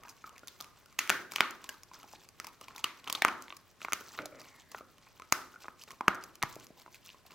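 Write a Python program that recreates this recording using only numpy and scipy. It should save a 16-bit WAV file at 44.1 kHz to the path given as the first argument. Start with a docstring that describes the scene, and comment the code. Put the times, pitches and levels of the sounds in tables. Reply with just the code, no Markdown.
"""In a living room, close to the microphones, a dog chews a dried bone on a shaggy rug.
Bursts of tiny fractures, and some ringing knocks, excite the damped modes of jaw, mouth cavity and bone
and throw off a bright spray of splinters; teeth knock, lips smack, and low bumps and dull thumps sound.
With each stroke of the jaw teeth grind, crumbs break, saliva crackles and the muzzle rubs the pile.
The dog swallows once and a tooth scrapes the bone; floor and walls answer over a faint steady hush."""
import sys
import numpy as np
from scipy import signal
from scipy.fft import rfft, irfft, next_fast_len
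from scipy.io import wavfile
from scipy.ndimage import map_coordinates

SR = 44100
rng = np.random.default_rng(int(sys.argv[2]) if len(sys.argv) > 2 else 0)


def transcribe(u):
    """Save the signal u as a 16-bit wav file named by the first command-line argument.

    u: samples, shape (n,) or (channels, n), limited to [-1, 1]; the rate is SR.
    q: integer samples, one column per channel.
    """
    v = np.clip(np.atleast_2d(u).T, -1, 1)
    q = np.round(v * 32767).astype(np.int16)
    wavfile.write(sys.argv[1], SR, q)


N = 323694  # length [samples]


def amp(db):
    """The decibel law: level to amplitude ratio."""
    return 10 ** (np.asarray(db) / 20)


def unit(x):
    """Normalisation to an rms of 1."""
    return x / np.sqrt(np.mean(x ** 2) + 1e-20)


def per_ms(parts):
    """Energy normalisation: each row gets the energy of 1 ms at rms 1."""
    energy = np.sum(parts ** 2, axis=-1, keepdims=True)
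    return parts / np.sqrt(energy / (SR / 1000))


def along(points, hz):
    """Interpolation of (frequency [Hz], value) points on a logarithmic frequency axis."""
    f, v = np.transpose(points)
    return np.interp(np.log(hz + 1), np.log(f + 1), v)


def wobble(rate):
    """Band-limited randomness: a smooth curve through random knots, rate of them a second."""
    knots = rng.standard_normal(int(N * rate / SR) + 4)
    return map_coordinates(knots, [np.arange(N) * rate / SR])


def filtered(x, response):
    """Linear filtering: the spectrum of x times a response of frequency."""
    n = x.shape[-1]
    padded = next_fast_len(n + SR // 4)
    return irfft(rfft(x, padded) * response(np.fft.rfftfreq(padded, 1 / SR)), padded)[..., :n]


def causal(points, size=2048):
    """Minimum-phase response with the gain of (frequency [Hz], gain [dB]) points, by cepstral folding."""
    cepstrum = irfft(np.log(amp(along(points, np.fft.rfftfreq(size, 1 / SR)))))
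    cepstrum[1:size // 2] *= 2
    cepstrum[size // 2 + 1:] = 0
    return np.exp(rfft(cepstrum))


def resonance(f, hz, width):
    """Damped harmonic oscillator: one mode of unit peak gain, hz and width in Hz."""
    return 1j * f * width / (hz * hz - f * f + 1j * f * width)


# likeness of left and right in a diffuse field: (frequency [Hz], correlation [0-1])
LIKENESS = [(30, 0.3), (130, 0.12), (300, 0.59), (1400, 0.99), (3100, 0.52), (6800, 0.17), (15000, .1)]


def diffuse(pair, spectrum):
    """Diffuse-field coherence: two unrelated signals are coloured and blended to the stated likeness."""
    turn = lambda hz: np.arccos(np.clip(along(LIKENESS, hz), -1, 1)) / 2
    blend = lambda hz: amp(along(spectrum, hz)) * np.array([np.cos(turn(hz)), np.sin(turn(hz))])
    mid, side = filtered(pair, blend)
    return np.array([mid + side, mid - side])


# colour of the hush of the house: (frequency [Hz], relative density [dB per Hz])
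HUSH_COLOUR = [(15, -44), (25, 2), (114, 7.5), (175, 3), (695, -3.5), (1130, -11), (1560, -7), (2280, -8.5),
               (3160, -12), (6210, -16.5), (9070, -18.5), (14800, -20.5), (16000, -28.5)]


def room_tone(level_db=-66):
    """Stationary diffuse noise: the faint steady hush of the house."""
    return amp(level_db) * unit(diffuse(rng.standard_normal((2, N)), HUSH_COLOUR))


def stroke(s, length, attack_s=0.0067, release_s=0.012):
    """Trapezoidal envelope: the pressure of one stroke builds, holds and lets go."""
    corners = [s - attack_s, s, s + length, s + length + release_s]
    return np.interp(np.arange(N) / SR, corners, [0, 1, 1, 0])


def crackle(rate, spread_db, spectrum):
    """Random impulse train: clicks of very unequal size excite one response; rms 1."""
    sizes = amp(spread_db * np.minimum(rng.exponential(size=N), 3)) * rng.choice([-1, 1], N)
    clicks = (rng.random(N) < rate / SR) * sizes
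    return unit(signal.fftconvolve(clicks, irfft(causal(spectrum)))[:N])


def pops(rate, low_hz, high_hz, cycles, spread_db, spectrum, size=400):
    """Superposed damped oscillations: random pops ring a few cycles, each at its own pitch; rms 1."""
    when, pitch, life, strength = rng.random((int(rate * N / SR), 4)).T[..., None]
    hz = low_hz * (high_hz / low_hz) ** pitch
    turns = hz * np.arange(size) / SR
    sizes = hz * amp(spread_db * np.minimum(-np.log(1 - strength), 3))
    rings = sizes * np.sin(2 * np.pi * turns) * np.exp(-turns / (cycles * (.5 + life)))
    places = (when * N).astype(int) + np.arange(size)
    track = np.bincount(places.ravel(), rings.ravel(), N + size)[:N]
    return unit(filtered(track, lambda f: amp(along(spectrum, f))))


# strokes of jaw and tongue, levels before the gain of each part:
# (start [s], length [s], grinding level [dB], saliva level [dB])
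STROKES = [(0.0, .13, -60.5, -70), (0.293, 0.079, -59, -67), (0.473, 0.094, -65.5, -63.5),
           (0.597, 0.068, -56.5, -76), (0.772, 0.27, -70, -66), (0.993, 0.1, -60.5, -68),
           (1.316, .1, -57.5, -53.5), (1.603, 0.15, -60, -63), (1.936, 0.12, -59.5, -61),
           (2.113, 0.12, -65.5, -61.5), (2.384, 0.11, -58, -63.5), (2.608, 0.24, -59, -62.5),
           (2.872, 0.13, -65, -63), (3.036, 0.16, -52.5, -59), (3.407, 0.095, -71, -62),
           (3.77, .13, -62.5, -62.5), (4.005, 0.22, -61.5, -58.5), (4.383, 0.18, -61, -61.5),
           (4.715, 0.1, -58.5, -58.5), (4.943, 0.44, -68.5, -70.5), (5.523, 0.14, -66, -63),
           (5.785, 0.054, -69.5, -59), (5.879, .055, -54, -61), (6.213, 0.05, -76, -57.5),
           (6.496, 0.17, -67.5, -59), (6.78, 0.043, -65.5, -62), (6.93, 0.063, -69.5, -60),
           (7.05, 0.098, -73, -61), (7.304, 0.051, -57.5, -62)]
# colours of tooth on bone, bursting saliva, muzzle on rug, fur and pile: (frequency [Hz], relative gain [dB])
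GRIND = [(300, -23), (750, -3), (930, 3), (1080, 4), (1220, 1.5), (1400, 1), (1700, -4), (2300, -3),
         (4000, -28.5)]
SALIVA = [(1200, -20), (2400, 2.5), (4000, 0), (6300, 2), (8500, -18), (12000, -5.5), (16000, -1.5)]
RUB = [(40, -23), (120, -2), (260, 1), (600, -0.5), (1000, -8.5), (3000, -44.5)]
RUSTLE = [(1500, -25.5), (2800, -4.5), (4200, 0), (6300, -6), (7600, -1.5), (9500, -13.5), (16000, -15.5)]


def gnawing(rub_gain_db=-10, grind_gain_db=-4, saliva_gain_db=-3.0, rustle_gain_db=-7, hollow_gain_db=-10,
            spurt_db=5.0):
    """Random impulse excitation: teeth grind, saliva pops, muzzle and fur rub the rug, stroke by stroke."""
    pressure, wetness = amp(-73), amp(-69.5)  # the mouth is never quite still
    for s, length, grind_db, saliva_db in STROKES:
        shape = stroke(s, length)
        pressure = np.maximum(pressure, amp(grind_db) * shape)
        wetness = np.maximum(wetness, amp(saliva_db) * shape)
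    spurts = spurt_db * wobble(45)  # [dB]
    rub = pressure * amp(rub_gain_db + .5 * spurts) * crackle(900, 6, RUB)
    grind = pressure * amp(grind_gain_db + spurts) * pops(460, 600, 3200, 2.6, 5.0, GRIND)
    saliva = wetness * amp(saliva_gain_db + spurts) * pops(1800, 2000, 15500, 2.4, 8, SALIVA)
    rustle = wetness * amp(rustle_gain_db + spurts) * crackle(5000, 5.4, RUSTLE)
    # the half-closed mouth rings while the teeth grind: 1107 Hz, 80 Hz wide
    cavity = filtered(crackle(1200, 2.7, GRIND), lambda f: resonance(f, 1107, 80))
    hollow = pressure * amp(hollow_gain_db) * unit(cavity)
    return rub + grind + hollow + saliva + rustle


# crumbs(), knocks(), smacks() and cracks() each return their contacts as rows of
# (time [s], crumble time [s], jaw [dB], mouth [dB], mouth pitch [Hz], bone [dB], bone pitch [Hz],
# splinters [dB])
MOUTH_HZ, BONE_HZ = 1120, 2380  # usual pitch of the cavity and of the bone
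THUD_DB = -10.5  # thud in the jaw, against the ring in the mouth (crumbs: in the bone)


def crumbs(count=2, crumble_s=.0015, over_grind_db=8.5, spread_db=3):
    """Brittle fracture: bits break at random moments of each stroke, louder under harder grinding."""
    rows = []
    for s, length, grind_db, _ in STROKES:
        for when, draws in zip(rng.random(count), rng.standard_normal((count, 4))):
            size, hollow, bright, pitch = draws
            db = grind_db + over_grind_db + spread_db * size
            at = np.clip(s + when * length, 0, N / SR)
            rows.append((at, crumble_s, db + THUD_DB, db + 2 * hollow, MOUTH_HZ * np.exp(.12 * hollow),
                         db, BONE_HZ * np.exp(.2 * pitch), db + 3 * bright))
    return rows


# teeth knock on the bone, and two dull thumps (6.5647 s, 6.7048 s) with hardly any mouth ring:
# (time [s], mouth ring [dB], mouth pitch [Hz], jaw thud [dB])
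KNOCKS = [(0.0495, -44.5, 920, -56), (0.241, -34, 1290, -49.5), (0.274, -41, 1240, -58),
          (0.433, -44, 1410, -47), (1.9141, -41.5, 1010, -57), (2.0399, -43, 860, -49.5),
          (2.1347, -40, 840, -46), (2.6143, -48, 1070, -48.5), (3.8842, -29, 1330, -52),
          (4.0098, -42, 1360, -42.5), (4.747, -29.5, 1330, -61.5), (4.8082, -41.5, 1240, -40.5),
          (5.5404, -44, 1424, -60), (5.5587, -40, 1420, -69), (5.6435, -40, 1120, -49.5),
          (5.6544, -42, 1240, -47), (5.6826, -31, 1250, -42.5), (6.0084, -22, 1020, -32.5),
          (6.5647, -63, 1130, -36.5), (6.7048, -60.5, 840, -43.5), (6.862, -42, 970, -52),
          (6.878, -45.5, 990, -50.5), (7.1445, -49, 1060, -53.5), (7.252, -50, 730, -64)]


def knocks(contact_s=0.002, bone_db=-17, splinter_db=-24.5):
    """Impact excitation: knocks and dull thumps, bone and bright spray at fixed levels under the mouth ring."""
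    return [(s, contact_s, jaw_db, db, hz, db + bone_db, BONE_HZ, db + splinter_db)
            for s, db, hz, jaw_db in KNOCKS]


# lips and tongue part with a bright wet click: (time [s], parting time [s], level [dB])
SMACKS = [(0.0895, 0.014, -41), (0.096, 0.00026, -44), (0.393, 0.0016, -51), (0.4733, 0.0013, -40),
          (1.5087, 0.00052, -39), (1.8335, 0.0012, -42.5), (1.936, 0.00031, -49), (2.1283, .004, -47),
          (2.2886, 0.0013, -45.5), (3.423, 0.00069, -40), (3.5665, 0.0038, -42), (4.716, 0.0031, -43.5),
          (5.8366, 0.0012, -42), (5.9174, 0.0026, -46), (6.1467, 0.00089, -44), (6.1528, 0.0014, -45),
          (6.2376, 0.0033, -38), (6.355, 0.00078, -45), (6.526, 0.0031, -45), (6.556, 0.0013, -44),
          (6.668, 0.00093, -47), (7.0608, 0.0009, -47.5)]


def smacks(body_db=-10, thud_db=-21.5):
    """Sudden release: a bright click, with mid ring and thud at fixed levels under it."""
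    return [(s, parting_s, db + thud_db, db + body_db, MOUTH_HZ, db + body_db, BONE_HZ, db)
            for s, parting_s, db in SMACKS]


# the bone cracks, or a tooth knocks on it with some bone ring (5.1977 s, 5.2206 s):
# (time [s], crumble time [s], bone level [dB], mouth ring over that [dB],
# splinters over that [dB], mouth pitch [Hz], bone pitch [Hz])
CRACKS = [(0.362, 0.0019, -49, -21, -12, 1400, 2340), (0.3798, 0.0023, -47, -16, -1, 1230, 2300),
          (0.4806, 0.0031, -38, -19, -1.5, 980, 3900), (0.604, 0.002, -40, 0, -3, 1240, 3470),
          (0.6097, 0.00058, -43, 3.5, 8.5, 1250, 3570), (0.989, .0033, -18, -10.5, -3, 1320, 2450),
          (1.0754, 0.00078, -37, -20, -5, 1710, 2360), (1.0956, 0.00032, -19.5, -1, -2.5, 1550, 2870),
          (1.101, 0.0012, -18.5, 1.5, -2.5, 1590, 2500), (1.3202, 0.00082, -41.5, 1, 6.5, 1040, 2430),
          (1.3601, 0.0019, -21, -11.5, -6.5, 1160, 2430), (1.3837, 0.00052, -31, -0.5, -21, 1230, 2250),
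          (1.4064, 0.001, -11.5, -3, -12, 1300, 2640), (1.6418, 0.0016, -42.5, -2, 1.5, 1040, 2900),
          (1.691, 0.0029, -34, -0.5, 1, 1624, 2970), (2.4, 0.00018, -35, -2, 0, 1305, 1870),
          (2.4444, 0.0033, -41.5, 2, 2, 1080, 2060), (2.469, 0.00054, -43, 0, 5, 920, 2730),
          (2.6828, .0018, -41, 0.5, -6, 1060, 2400), (2.761, .0029, -41.5, -3, 1, 950, 3740),
          (2.78, 0.002, -43, -4, -1.5, 1010, 2500), (3.0422, 0.0024, -44.5, -12, -6, 1170, 2970),
          (2.842, 0.0019, -18, -7, -7.5, 1170, 2750), (3.0747, 0.0048, -31, -1.5, -10.5, 1110, 2800),
          (3.0987, 0.0033, -27.5, -1.5, -1.5, 1120, 2900), (3.1267, 0.00053, -30.5, -3, 6.5, 1140, 3800),
          (3.1503, 0.0052, -24, -7, -9, 1130, 3700), (3.221, 0.0017, -15, -7, -11.5, 890, 2210),
          (3.2492, 0.00028, -16.5, 6, -6.5, 1240, 2090), (3.282, 0.001, -30.5, 2.5, -6.5, 1360, 2170),
          (3.286, 0.00047, -26, 1.5, -14, 1040, 2410), (3.4814, 0.00067, -43, -10, -22, 930, 2520),
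          (3.5043, 0.0022, -37.5, -4, -31, 1142, 2800), (3.5247, 0.00091, -39.5, 2, -18, 1140, 2560),
          (3.8171, 0.00045, -37.5, -3, -15, 1337, 2630), (3.8477, .002, -30.5, 2, -13, 1170, 2080),
          (3.9228, 0.00023, -28, 1, -5.5, 1340, 2270), (3.9323, 0.0015, -22.5, -2, 1.5, 1310, 2430),
          (4.1784, 0.013, -39.5, 2, -18, 1170, 3970), (4.189, 0.00027, -33, 5.5, -16, 1420, 2170),
          (4.2561, 0.0031, -40.5, 0, 5, 714, 3830), (5.1977, .0015, -47.5, 8, -3.5, 1030, 2300),
          (5.2206, 0.0012, -46, 7, -5, 1280, 2160), (5.3238, 0.0013, -18.5, 3.5, 4.5, 1296, 2260),
          (6.081, 0.0015, -17.5, 9.5, -8, 1330, 2290), (6.4208, 0.0017, -36.5, 3, -26, 1260, 2390),
          (6.427, 0.00047, -22.5, -7.5, -2.5, 1190, 2260), (6.433, 0.0028, -27, 7, -7, 1100, 1880),
          (6.9446, 0.0018, -44.5, -12, -4, 1520, 2380), (7.0914, 0.00065, -42, -11.5, -26, 1040, 2770),
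          (7.1019, 0.00045, -44.5, -23, -24.5, 1690, 2770)]


def cracks(lead_s=0.0033, lead_crumble_s=0.004, lead_db=-26, lead_from_db=-30.5):
    """Fracture and impact: cracks and ringing knocks; above lead_from_db a faint splitting precedes."""
    rows = []
    for s, crumble_s, db, ring_db, splinter_db, mouth_hz, bone_hz in CRACKS:
        stages = [(s, crumble_s, db)]
        if db > lead_from_db:
            stages.append((s - lead_s, lead_crumble_s, db + lead_db))
        for at, time, level in stages:
            mouth_db = level + ring_db
            rows.append((at, time, mouth_db + THUD_DB, mouth_db, mouth_hz, level, bone_hz,
                         level + splinter_db))
    return rows


# what each struck part passes: (frequency [Hz], relative gain [dB])
JAW = [(25, -37.5), (70, -8.5), (140, -9.5), (280, 1), (430, 0.5), (620, 1.5), (1000, -16), (3000, -63.5)]
MOUTH = [(100, -39), (400, 8.5), (800, 5.5), (1500, 3), (2200, -4.5), (5000, -30.5)]
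BONE = [(300, -27), (1200, -2), (2000, 4), (3000, 1), (4400, 0.5), (8000, -25.5)]
SPLINTER = [(800, -46.5), (3000, -18), (4800, 0.5), (6400, 0.5), (8000, -7.5), (10000, -7.5), (12200, -6),
            (15500, -10), (17000, -22.5)]
# how unlike the two microphones hear the splinters: (frequency [Hz], side filter gain [dB])
SCATTER = [(3000, -1), (6000, -11.5), (10000, -13), (15000, -6)]
# the bone's second bending mode rings strongly when the splinters exceed about -21 dB, faintly below:
# (splinter level [dB], ring level [dB])
OVERTONE_RING = [(-21.5, -11), (-21, 3)]


def bites(size=2048, crumble=0.72, follow=.5, soft_width_hz=95, hard_width_hz=380, bone_width_hz=520,
          wide=4.8, overtone=2.76, overtone_width_hz=1100):
    """Modal excitation: contacts ring jaw, mouth, bone and splinters, toward microphones and walls."""
    t, f = np.arange(size) / SR, np.fft.rfftfreq(size, 1 / SR)
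    jaw, mouth, bone, splinter, scatter = (causal(part) for part in (JAW, MOUTH, BONE, SPLINTER, SCATTER))
    front, around = np.zeros((2, N + size)), np.zeros(N + size)
    contacts = cracks() + knocks() + smacks() + crumbs()
    for s, crumble_s, jaw_db, mouth_db, mouth_hz, bone_db, bone_hz, splinter_db in contacts:
        age = t / max(crumble_s, 1e-4)
        # a main impulse, then a fading run of small ones
        impulses = rng.standard_normal(size) * (rng.random(size) < 9000 / SR)
        force = crumble * impulses * np.exp(-age ** 1.6)
        force[0] = -1
        # hard bites are made with the lips drawn back, so the cavity rings more briefly
        width = np.interp(mouth_db, [-33, -14], [soft_width_hz, hard_width_hz])

        def body(broad):
            cavity = mouth * resonance(f, mouth_hz, width)
            return np.array([jaw, cavity, -bone * resonance(f, bone_hz, bone_width_hz * broad)])

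        levels = amp([jaw_db, mouth_db, bone_db])
        # the bone feels every impulse in full; jaw and cavity feel only a share of the later ones
        later = rfft(force) + 1
        drive = -1 + np.array([[follow], [follow], [1]]) * later
        knock = levels @ per_ms(irfft(drive * body(1.0)))
        # a short bright spray differs between left and right and rings the second mode
        ring = amp(np.interp(splinter_db, *np.transpose(OVERTONE_RING)))
        chips = splinter * (1 + ring * resonance(f, overtone * bone_hz, overtone_width_hz))
        spray = rng.standard_normal((2, size)) * np.sqrt(age) * np.exp(-1.7 * age)
        mid, side = amp(splinter_db) * per_ms(irfft(rfft(spray) * chips))
        side = irfft(rfft(side) * scatter)
        start = round(s * SR)
        front[:, start:][:, :size] += [knock + mid + side, knock + mid - side]
        # summed over all directions the bone's ring is broader and the spectrum smoother
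        around[start:][:size] += levels @ per_ms(irfft(body(wide)))
        around[start:][:size] += amp(splinter_db) * per_ms(irfft(splinter))
    return front[:, :N], around[:N]


def near(x, bounce_s=.0048, bounce_db=-17, lag_s=.000014):
    """Path differences: the sound reaches the right microphone first; a floor reflection follows."""
    bounce = lambda hz: 1 + amp(bounce_db) * np.exp(-2j * np.pi * hz * bounce_s)
    ears = np.array([[1], [-1]])  # left late by half the lag, right early by half
    return filtered(x, lambda hz: bounce(hz) * np.exp(-1j * np.pi * hz * lag_s * ears))


# reverberation time: (frequency [Hz], time to fall 60 dB [s])
ROOM_T60 = [(150, 0.7), (400, 0.63), (1100, 0.48), (1600, 0.49), (2800, 0.34), (6500, 0.41), (15000, 0.39)]
# colour of the reverberation: (frequency [Hz], gain [dB])
ROOM_SEND = [(60, -10.5), (250, -6.5), (500, -10), (1000, -9), (1600, -9.5), (2600, -13), (4500, -14),
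             (7000, -15.5), (15000, -14.5)]


def room(x, count=20, build_s=.006):
    """Exponential decay of a diffuse field; its fine pattern, new in each span, changes as the head moves."""
    out = np.zeros((2, N + SR))
    for span in np.array_split(np.arange(N), count):
        hz, t, z = signal.stft(rng.standard_normal((2, SR * 2 // 3)), SR, nperseg=256)
        t60 = along(ROOM_T60, hz)[:, None]
        equal_energy = np.sqrt(2 * np.log(1000) / (t60 * SR))  # whatever the decay time
        tail = signal.istft(z * amp(-60 * t / t60) * equal_energy, SR, nperseg=256)[1]
        tail = diffuse(tail, ROOM_SEND)
        tail = tail * (1 - np.exp(-(np.arange(tail.shape[1]) / SR / build_s) ** 2))
        wet = signal.fftconvolve(x[span][None], tail, axes=1)
        out[:, span[0]:span[0] + wet.shape[1]] += wet
    return out[:, :N]


# the jaws slam shut or the chin meets the rug: (time [s], drive level [dB], pitch [Hz])
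BUMPS = [(1.1, -46, 210), (1.408, -40, 190), (5.324, -38.5, 115), (6.081, -29.5, 207), (6.436, -31, 131.4),
         (6.567, -50.5, 230), (6.705, -57, 190)]


def bumps(size=4096, t60_s=0.048, attack_s=0.00069):
    """Heavily damped oscillation: each bump is a soft low push that dies within a few cycles."""
    t, out = np.arange(size) / SR, np.zeros(N + size)
    for s, db, hz in BUMPS:
        envelope = amp(db - 60 * t / t60_s) * (1 - np.exp(-t / attack_s))
        out[round(s * SR):][:size] += envelope * np.sin(2 * np.pi * hz * t)
    return out[:N]


# gurgles of one swallow: (start [s], length [s], drive level [dB])
GULPS = [(4.178, 0.089, -42.5), (4.249, 0.018, -41.5), (4.317, 0.13, -51.5)]
# modes of the closed throat: (frequency [Hz], width [Hz], relative gain [dB])
THROAT = [(130, 23, -5), (300, 39, -1.5), (410, 350, -9.5), (594, 75, 1), (1260, 110, -10),
          (2280, 420, -16)]


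def swallow(bubble_rate=900):
    """Source and filter: wet irregular flaps ring the modes of the closed throat."""
    t = np.arange(N) / SR
    push = np.zeros(N)
    for s, length, db in GULPS:
        corners = [s, s + 0.0045, s + 0.65 * length, s + length]
        push += amp(db) * np.interp(t, corners, [0, 0.89, 0.46, 0.0012])
    flaps = rng.choice([-1, 1], N) * (rng.random(N) < bubble_rate / SR)
    # neighbouring modes alternate in sign
    throat = lambda f: sum((-1) ** k * amp(db) * resonance(f, hz, width)
                           for k, (hz, width, db) in enumerate(THROAT))
    return filtered(flaps * push, throat) / np.std(filtered(flaps, throat))


# the one slide of a tooth: (start [s], length [s])
SCRAPE_SPAN = (4.34, .39)


def scrape(level_db=-68, flutter_db=2, first_hz=2180, last_hz=1810, grain_rate=520):
    """Narrow-band friction noise: a tooth slides along the bone with a thin, broken, falling rasp."""
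    s, length = SCRAPE_SPAN
    pitch = np.interp(np.arange(N) / SR, [s, s + length], [first_hz, last_hz])
    phase = 2 * np.pi * np.cumsum(pitch) / SR
    rasp = unit(wobble(grain_rate) * np.sin(phase) + wobble(grain_rate) * np.cos(phase))
    return amp(level_db + flutter_db * wobble(30)) * stroke(s, length) * rasp


# how much the head's pose sends to the walls: (time [s], gain [dB])
POSE = [(0, 3), (1.1, 6.5), (1.4, 3), (3.25, 1.5), (5.32, 0.5), (6.08, -1.5), (7.3, 2.5)]
# standing waves that colour the walls' answer: (frequency [Hz], width [Hz], gain [dB])
ROOM_MODES = [(125, 14, -6), (256, 9.8, 0.5), (365, 56, -0.5), (500, 18, 0.5), (600, 6, -12),
              (879, 9.4, -4), (1018, 10, -10)]


def scene():
    """Superposition: the chewing dog, the answer of floor and walls, and the hush."""
    front, around = bites()
    soft = gnawing() + swallow() + scrape() + bumps()
    pose = amp(np.interp(np.arange(N) / SR, *np.transpose(POSE)))
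    standing = lambda f: 1 + sum(amp(db) * resonance(f, hz, width) for hz, width, db in ROOM_MODES)
    to_walls = filtered(pose * (around + soft), standing)
    return near(front + soft) + room(to_walls) + room_tone()


def record(dry, top=.75, top_hz=16300):
    """Soft saturation rounds off the tallest peaks; a steep low-pass removes what lies above top_hz."""
    rounded = dry / (1 + np.abs(dry / top) ** 6) ** (1 / 6)
    return filtered(rounded, lambda hz: 1 / np.sqrt(1 + (hz / top_hz) ** 120))


dry = scene()
out = record(dry)
transcribe(out)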